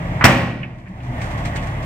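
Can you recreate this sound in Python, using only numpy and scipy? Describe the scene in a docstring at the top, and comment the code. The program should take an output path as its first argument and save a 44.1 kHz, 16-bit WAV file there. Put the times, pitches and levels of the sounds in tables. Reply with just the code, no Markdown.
"""Tipper truck unloading dirt

Outdoors, over an idling diesel, a swinging steel tailgate scrapes and slams against the body. The
impact excites the plate, which rings in damped modes, then clanks and groans as it swings out again.
Dirt slides off with a noise of friction and a patter of crumbs. The bang overloads the recorder,
whose gain control ducks everything and slowly recovers."""
import sys
import numpy as np
from scipy import signal
from scipy.fft import rfft, irfft
from scipy.io import wavfile
from scipy.ndimage import minimum_filter1d

SR = 44100
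rng = np.random.default_rng(int(sys.argv[2]) if len(sys.argv) > 2 else 0)


def dump(signal):
    """Clip the signal to [-1, 1] and save it as 16-bit WAV at the path in sys.argv[1]."""
    limited = np.clip(np.atleast_2d(signal).T, -1, 1)
    pcm = np.round(limited * 32767).astype(np.int16)
    wavfile.write(sys.argv[1], SR, pcm)


N = 81585
TIME, FREQ = np.arange(N) / SR, np.fft.rfftfreq(N, 1 / SR)

# contacts of the gate with the body (time [s], relative level [dB])
CONTACTS = [(0.2423, -1.5), (.2505, 4), (.2595, -14)]
# phase lead of the left microphone for each source position (frequency [Hz], phase [rad])
GATE_PHASE = [(50, 0), (900, 0), (1500, .9), (2600, .8), (3800, 1.5)]
TRUCK_PHASE = [(140, 0), (250, .15), (450, .6), (750, .8), (1100, 1.8), (1600, 3), (1850, 4), (2100, 6.3),
               (2450, 6), (3000, 9)]


def gate_crash():
    """Impact excitation: each brief contact of gate and body radiates a broadband burst."""
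    # spectrum of a contact (frequency [Hz], relative density [dB])
    spectrum = [(30, -27.5), (60, -5), (110, 3.5), (170, 2), (370, -20), (680, -6.5), (1400, -6.5),
                (2100, -3), (2750, -10.5), (3700, -38), (5400, -14), (7000, -31.5), (8300, -22),
                (9800, -36), (15000, -28.5)]
    rise_s, t60, gain_db = 0.00081, 0.076, 10.5
    out = 0
    for start, db in CONTACTS:
        envelope = (1 - np.exp(-TIME / rise_s)) * amp(gain_db + db - 60 * TIME / t60)
        out += delayed(envelope * at_mics(amp(read(spectrum, FREQ)), GATE_PHASE), start)
    return out


def gate_ring():
    """Free vibration: the struck plate decays in a few distinct modes and many that merge into noise."""
    # overlapping modes of the sheet steel (frequency [Hz], relative density [dB])
    spectrum = [(25, -33), (45, -9.5), (90, -6), (170, -2.5), (260, -4.5), (340, -12), (430, -17.5),
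                (540, -8), (800, -8.5), (1400, -12.5), (1950, -11.5), (2800, -14.5), (3500, -23),
                (4500, -28), (5500, -27.5), (7000, -32), (8500, -30), (9600, -43), (15000, -40)]
    # their damping (frequency [Hz], T60 [s])
    damping = [(50, 1), (130, 1.0), (400, 1), (1000, 0.68), (2400, 0.79), (4000, 0.67), (8000, .5),
               (14000, 0.49)]
    # distinct modes of the gate (frequency [Hz], relative level [dB], T60 [s])
    modes = [(56.8, -25, .6), (94.3, -19.5, 0.66), (122.7, -16, 1.35), (167, -16, 1.26), (196.5, -24, 1.57),
             (243.3, -14.5, 0.89), (270, -21, 0.99), (328.2, -21.5, 0.98), (361, -24, 0.98),
             (540.4, -19, 0.69), (604, -21.5, 0.67), (790, -17.5, .65), (1088, -20, 0.85),
             (1181, -23, 0.69), (1742, -26.5, 0.72), (1770, -20.5, .65), (1904, -23, 0.83),
             (1905, -22.5, 0.84), (2078, -21.5, 0.54), (2090, -21, 0.42), (2384, -23.5, 0.73)]
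    dense_db, modes_db, rise_s = 3.5, 10.5, 0.0051
    waver, waver_hz = .22, 10
    noise = at_mics(amp(read(spectrum, FREQ)), GATE_PHASE)
    band_hz, age, bands = signal.stft(noise, SR, nperseg=512)
    decay = amp(-60 * age / read(damping, band_hz)[:, None])
    ring = amp(dense_db) * signal.istft(bands * decay, SR)[1][:, :N]
    for hz, db, t60 in modes:
        mic_phase = np.arccos(coherence(hz)) * rng.choice([-.5, .5]) * np.array([[1], [-1]])
        phase = 2 * np.pi * (hz * TIME + rng.random()) + mic_phase + waver * drift(waver_hz)
        envelope = amp(modes_db + db - 60 * TIME / t60) * (1 + waver * drift(waver_hz))
        ring += envelope * np.sin(phase)
    return delayed(ring * (1 - np.exp(-TIME / rise_s)), CONTACTS[0][0])


def clanks():
    """Two-stage decay: loose latch and hinge hardware rattles, dies quickly and leaves a faint ring."""
    # knocks (time [s], relative level [dB], rattle length [s], centre [Hz], width [octaves])
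    knocks = [(0.2092, -18, 0.019, 1360, 0.78), (.2385, -7.5, 0.0049, 1530, 0.77),
              (.631, -14, 0.002, 2144, 0.46), (0.858, -34, 0.021, 2020, 0.4),
              (1.002, -39, 0.0058, 2130, 0.61), (1.566, -37.5, 0.022, 2440, .45)]
    rise_s, knock_t60, ring_db, ring_t60 = .0007, 0.061, -16, 0.28
    attack = 1 - np.exp(-(TIME / rise_s) ** 2)
    out = 0
    for start, db, length, hz, width in knocks:
        detuning = np.log2((FREQ + 1) / hz) / width
        band = 1 / (1 + np.abs(detuning) ** np.where(detuning > 0, 5, 3))  # steeper on the treble side
        age = np.maximum(TIME - length, 0)
        decay = amp(-60 * age / knock_t60) + amp(ring_db - 60 * age / ring_t60)
        out += delayed(amp(db) * attack * decay * at_mics(band, GATE_PHASE), start)
    return out


def groans():
    """Friction-driven vibration: hinges and panel sing in brief, unsteady swells as the gate swings."""
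    # Gaussian swells (peak time [s], half width [s], frequency [Hz], level [dB])
    swells = [(0.106, 0.18, 172, -27), (0.604, 0.016, 121, -12.5), (0.91, 0.02, 184, -15.5),
              (1.022, 0.042, 121, -21), (1.096, 0.036, 123, -17.5), (1.127, .07, 244, -29.5),
              (1.2, 0.027, 1840, -38.5), (1.398, .04, 1095, -41), (1.417, 0.018, 150, -27.5),
              (1.494, .035, 705, -35.5), (1.55, 0.025, 1860, -35.5), (1.616, 0.047, 1095, -36)]
    jitter = .008
    out = 0
    for peak, half_width, hz, db in swells:
        cycles = np.cumsum(hz * (1 + jitter * drift(hz=61))) / SR
        out += amp(db) * np.exp(-((TIME - peak) / half_width) ** 2) * np.sin(2 * np.pi * cycles)
    return out


def engine():
    """Periodic combustion: diesel firings drive low orders and modulate a roar, beside a thin whine."""
    # engine orders (multiple of the firing rate [1], relative rms level [dB])
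    orders = [(1, -34.5), (1.167, -35), (2, -32.5), (3, -30), (3.5, -34), (4, -36.5), (5.5, -42.5),
              (7.5, -42), (9, -46)]
    # spectrum of the roar (frequency [Hz], relative density [dB])
    spectrum = [(25, -24.5), (40, -10.5), (90, -7), (125, 0), (180, -4.5), (260, -12.5), (330, -15),
                (430, -20.5), (620, -12), (900, -13.5), (1400, -27), (1950, -18.5), (2600, -30),
                (4000, -43.5), (8000, -51.5), (10000, -59.5), (15000, -56)]
    # loudness of hum and roar (time [s], gain [dB])
    engine_gain = [(0, -2), (.2, 0.5), (.8, -2), (1.1, -2), (1.4, -0.5), (1.85, -2.5)]
    # loudness of the whine (time [s], level [dB])
    whine_level = [(0, -86), (.6, -74), (1.0, -69), (1.35, -67), (1.6, -71), (1.85, -65)]
    firing_hz, waver, roar_db, clatter = 35.48, 0.0059, -27, 0.098
    whine_hz, whine_width_hz = 11000, 90
    firings = np.cumsum(firing_hz * (1 + waver * drift(hz=5.55))) / SR
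    hum = sum(np.sqrt(2) * amp(db) * np.sin(2 * np.pi * (k * firings + rng.random())) for k, db in orders)
    pulsing = 1 + clatter * np.cos(2 * np.pi * firings)
    roar = amp(roar_db) * pulsing * at_mics(amp(read(spectrum, FREQ)), TRUCK_PHASE)
    whine = at_mics(np.exp(-((FREQ - whine_hz) / whine_width_hz) ** 2), TRUCK_PHASE)
    return (hum + roar) * contour(engine_gain) + whine * contour(whine_level)


def sliding_load():
    """Sliding friction: the load grinds along the steel bed, radiating broadband noise."""
    # spectrum of the grinding (frequency [Hz], relative density [dB])
    spectrum = [(40, -15), (140, 2), (300, -6.5), (430, -9), (620, 3), (950, -9), (1110, 1), (1380, -8.5),
                (1880, -2), (2500, -12.5), (3300, -14), (4500, -33.5), (8000, -30.5), (10000, -43),
                (15000, -37)]
    # its loudness (time [s], level [dB])
    level = [(0, -36.5), (0.198, -34.5), (.8, -46), (1.07, -39), (1.2, -34), (1.5, -33.5), (1.85, -34)]
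    return contour(level) * at_mics(amp(read(spectrum, FREQ)), TRUCK_PHASE)


def falling_dirt():
    """Shot noise: thousands of random crumb impacts form a trickle that thickens into short spills."""
    # spectrum of a crumb (frequency [Hz], relative density [dB])
    spectrum = [(100, -23), (700, -24), (1600, 11.5), (3000, 0.5), (5000, -5.5), (8500, -7), (10000, -22),
                (15000, -23)]
    # spills off the bed (time [s], level [dB], half the decay time constant [s])
    spills = [(.785, -44, 0.013), (0.883, -44, 0.01), (1.034, -44, .015), (1.218, -33, .02),
              (1.309, -41, 0.011), (1.382, -39.5, 0.014), (1.456, -30, 0.0098), (1.562, -27.5, 0.0082),
              (1.627, -38, 0.012), (1.671, -41.5, 0.011), (1.83, -40, .02)]
    crumbs_per_s, spread_db, rise_s, trickle_db = 5000, 3, 0.0043, -51.5
    sizes = amp(spread_db * np.minimum(rng.exponential(1, (2, N)), 5))
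    signs = rng.choice([-1, 1], (2, N))
    hits = rng.random((2, N)) < crumbs_per_s / SR
    crumbs = at_mics(amp(read(spectrum, FREQ)), TRUCK_PHASE, drive=sizes * signs * hits)
    flow = amp(trickle_db)
    for peak, db, half_decay in spills:
        flow += amp(db) * np.exp(-np.maximum((peak - TIME) / rise_s, (TIME - peak) / (2 * half_decay)))
    return crumbs * flow


def coherence(hz):
    """Spatial coherence: long waves reach both microphones alike, short waves less so."""
    # likeness of left and right (frequency [Hz], coherence [1])
    likeness = [(300, .86), (640, 0.85), (1400, 0.54), (3000, 0.41), (6000, 0.32), (15000, .25)]
    mono_hz = 230
    return 1 - (1 - np.clip(read(likeness, hz), 0, 1)) * hz ** 4 / (hz ** 4 + mono_hz ** 4)


def at_mics(gain, phase_lead, drive=None):
    """Source-filter model: white noise or a given drive becomes partly coherent stereo of rms 1."""
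    # left level over right (frequency [Hz], level difference [dB])
    balance = [(60, -1.3), (200, -.3), (350, -2), (560, 3.5), (1000, -2.5), (2400, -1.5), (4800, -3.5),
               (9000, 2), (14000, -2)]
    left, independent = rfft(rng.standard_normal((2, N)) if drive is None else drive)
    alike, tilt = coherence(FREQ), amp(read(balance, FREQ) / 2)
    right = (alike * left + np.sqrt(1 - alike ** 2) * independent) * np.exp(-1j * read(phase_lead, FREQ))
    return unit(irfft(np.array([left * tilt, right / tilt]) * gain, N))


def amp(db):
    """Decibels to amplitude ratio."""
    return 10 ** (np.asarray(db) / 20)


def unit(x):
    """Normalisation to rms 1."""
    return x / np.sqrt(np.mean(x ** 2) + 1e-20)


def read(points, hz):
    """Interpolation on a log-frequency axis."""
    f, value = np.transpose(points)
    return np.interp(np.log(hz + 1), np.log(np.abs(f) + 1), value)


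def contour(points):
    """Amplitude envelope through points of (time [s], level [dB])."""
    return amp(np.interp(TIME, *np.transpose(points)))


def delayed(x, seconds):
    """Pure delay of a stereo signal."""
    return np.pad(x, ((0, 0), (round(seconds * SR), 0)))[:, :N]


def drift(hz):
    """Low-pass noise: a slow random wandering of rms 1."""
    return unit(irfft(rfft(rng.standard_normal(N)) * np.exp(-(FREQ / hz) ** 2), N))


def scene():
    """Superposition: the pressures from tailgate, engine and dirt add."""
    return gate_crash() + gate_ring() + clanks() + groans() + engine() + sliding_load() + falling_dirt()


def record(dry):
    """Automatic gain control cuts fast, holds and recovers; then low cut, saturation and band limit."""
    threshold_db, max_cut_db = -14, 12.5
    attack_s, hold_s, recover_db_per_s = 0.0038, .47, 46.5
    low_cut_hz, high_cut_hz = 30, 15800
    power = np.maximum(signal.lfilter(np.ones(128) / 128, 1, (dry ** 2).mean(0)), 1e-12)
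    excess_db = np.clip(10 * np.log10(power) - threshold_db, 0, max_cut_db)
    half_hold = int(hold_s * SR / 2)
    held_db = -minimum_filter1d(-excess_db, 2 * half_hold + 1, origin=half_hold, mode="constant")
    ramp_db = TIME * recover_db_per_s
    released_db = np.maximum.accumulate(held_db + ramp_db) - ramp_db
    pole = np.exp(-1 / (attack_s * SR))
    cut_db = signal.lfilter([1 - pole], [1, -pole], released_db)
    highpass = signal.butter(4, low_cut_hz, "high", fs=SR, output="sos")
    ducked = signal.sosfilt(highpass, dry * amp(-cut_db))
    clipped = ducked / (1 + ducked ** 8) ** (1 / 8)  # soft ceiling at full scale
    lowpass = signal.firwin(255, high_cut_hz, window=("kaiser", 8), fs=SR)
    return signal.oaconvolve(clipped, lowpass[None], "same")


dry = scene()
out = record(dry)
dump(out)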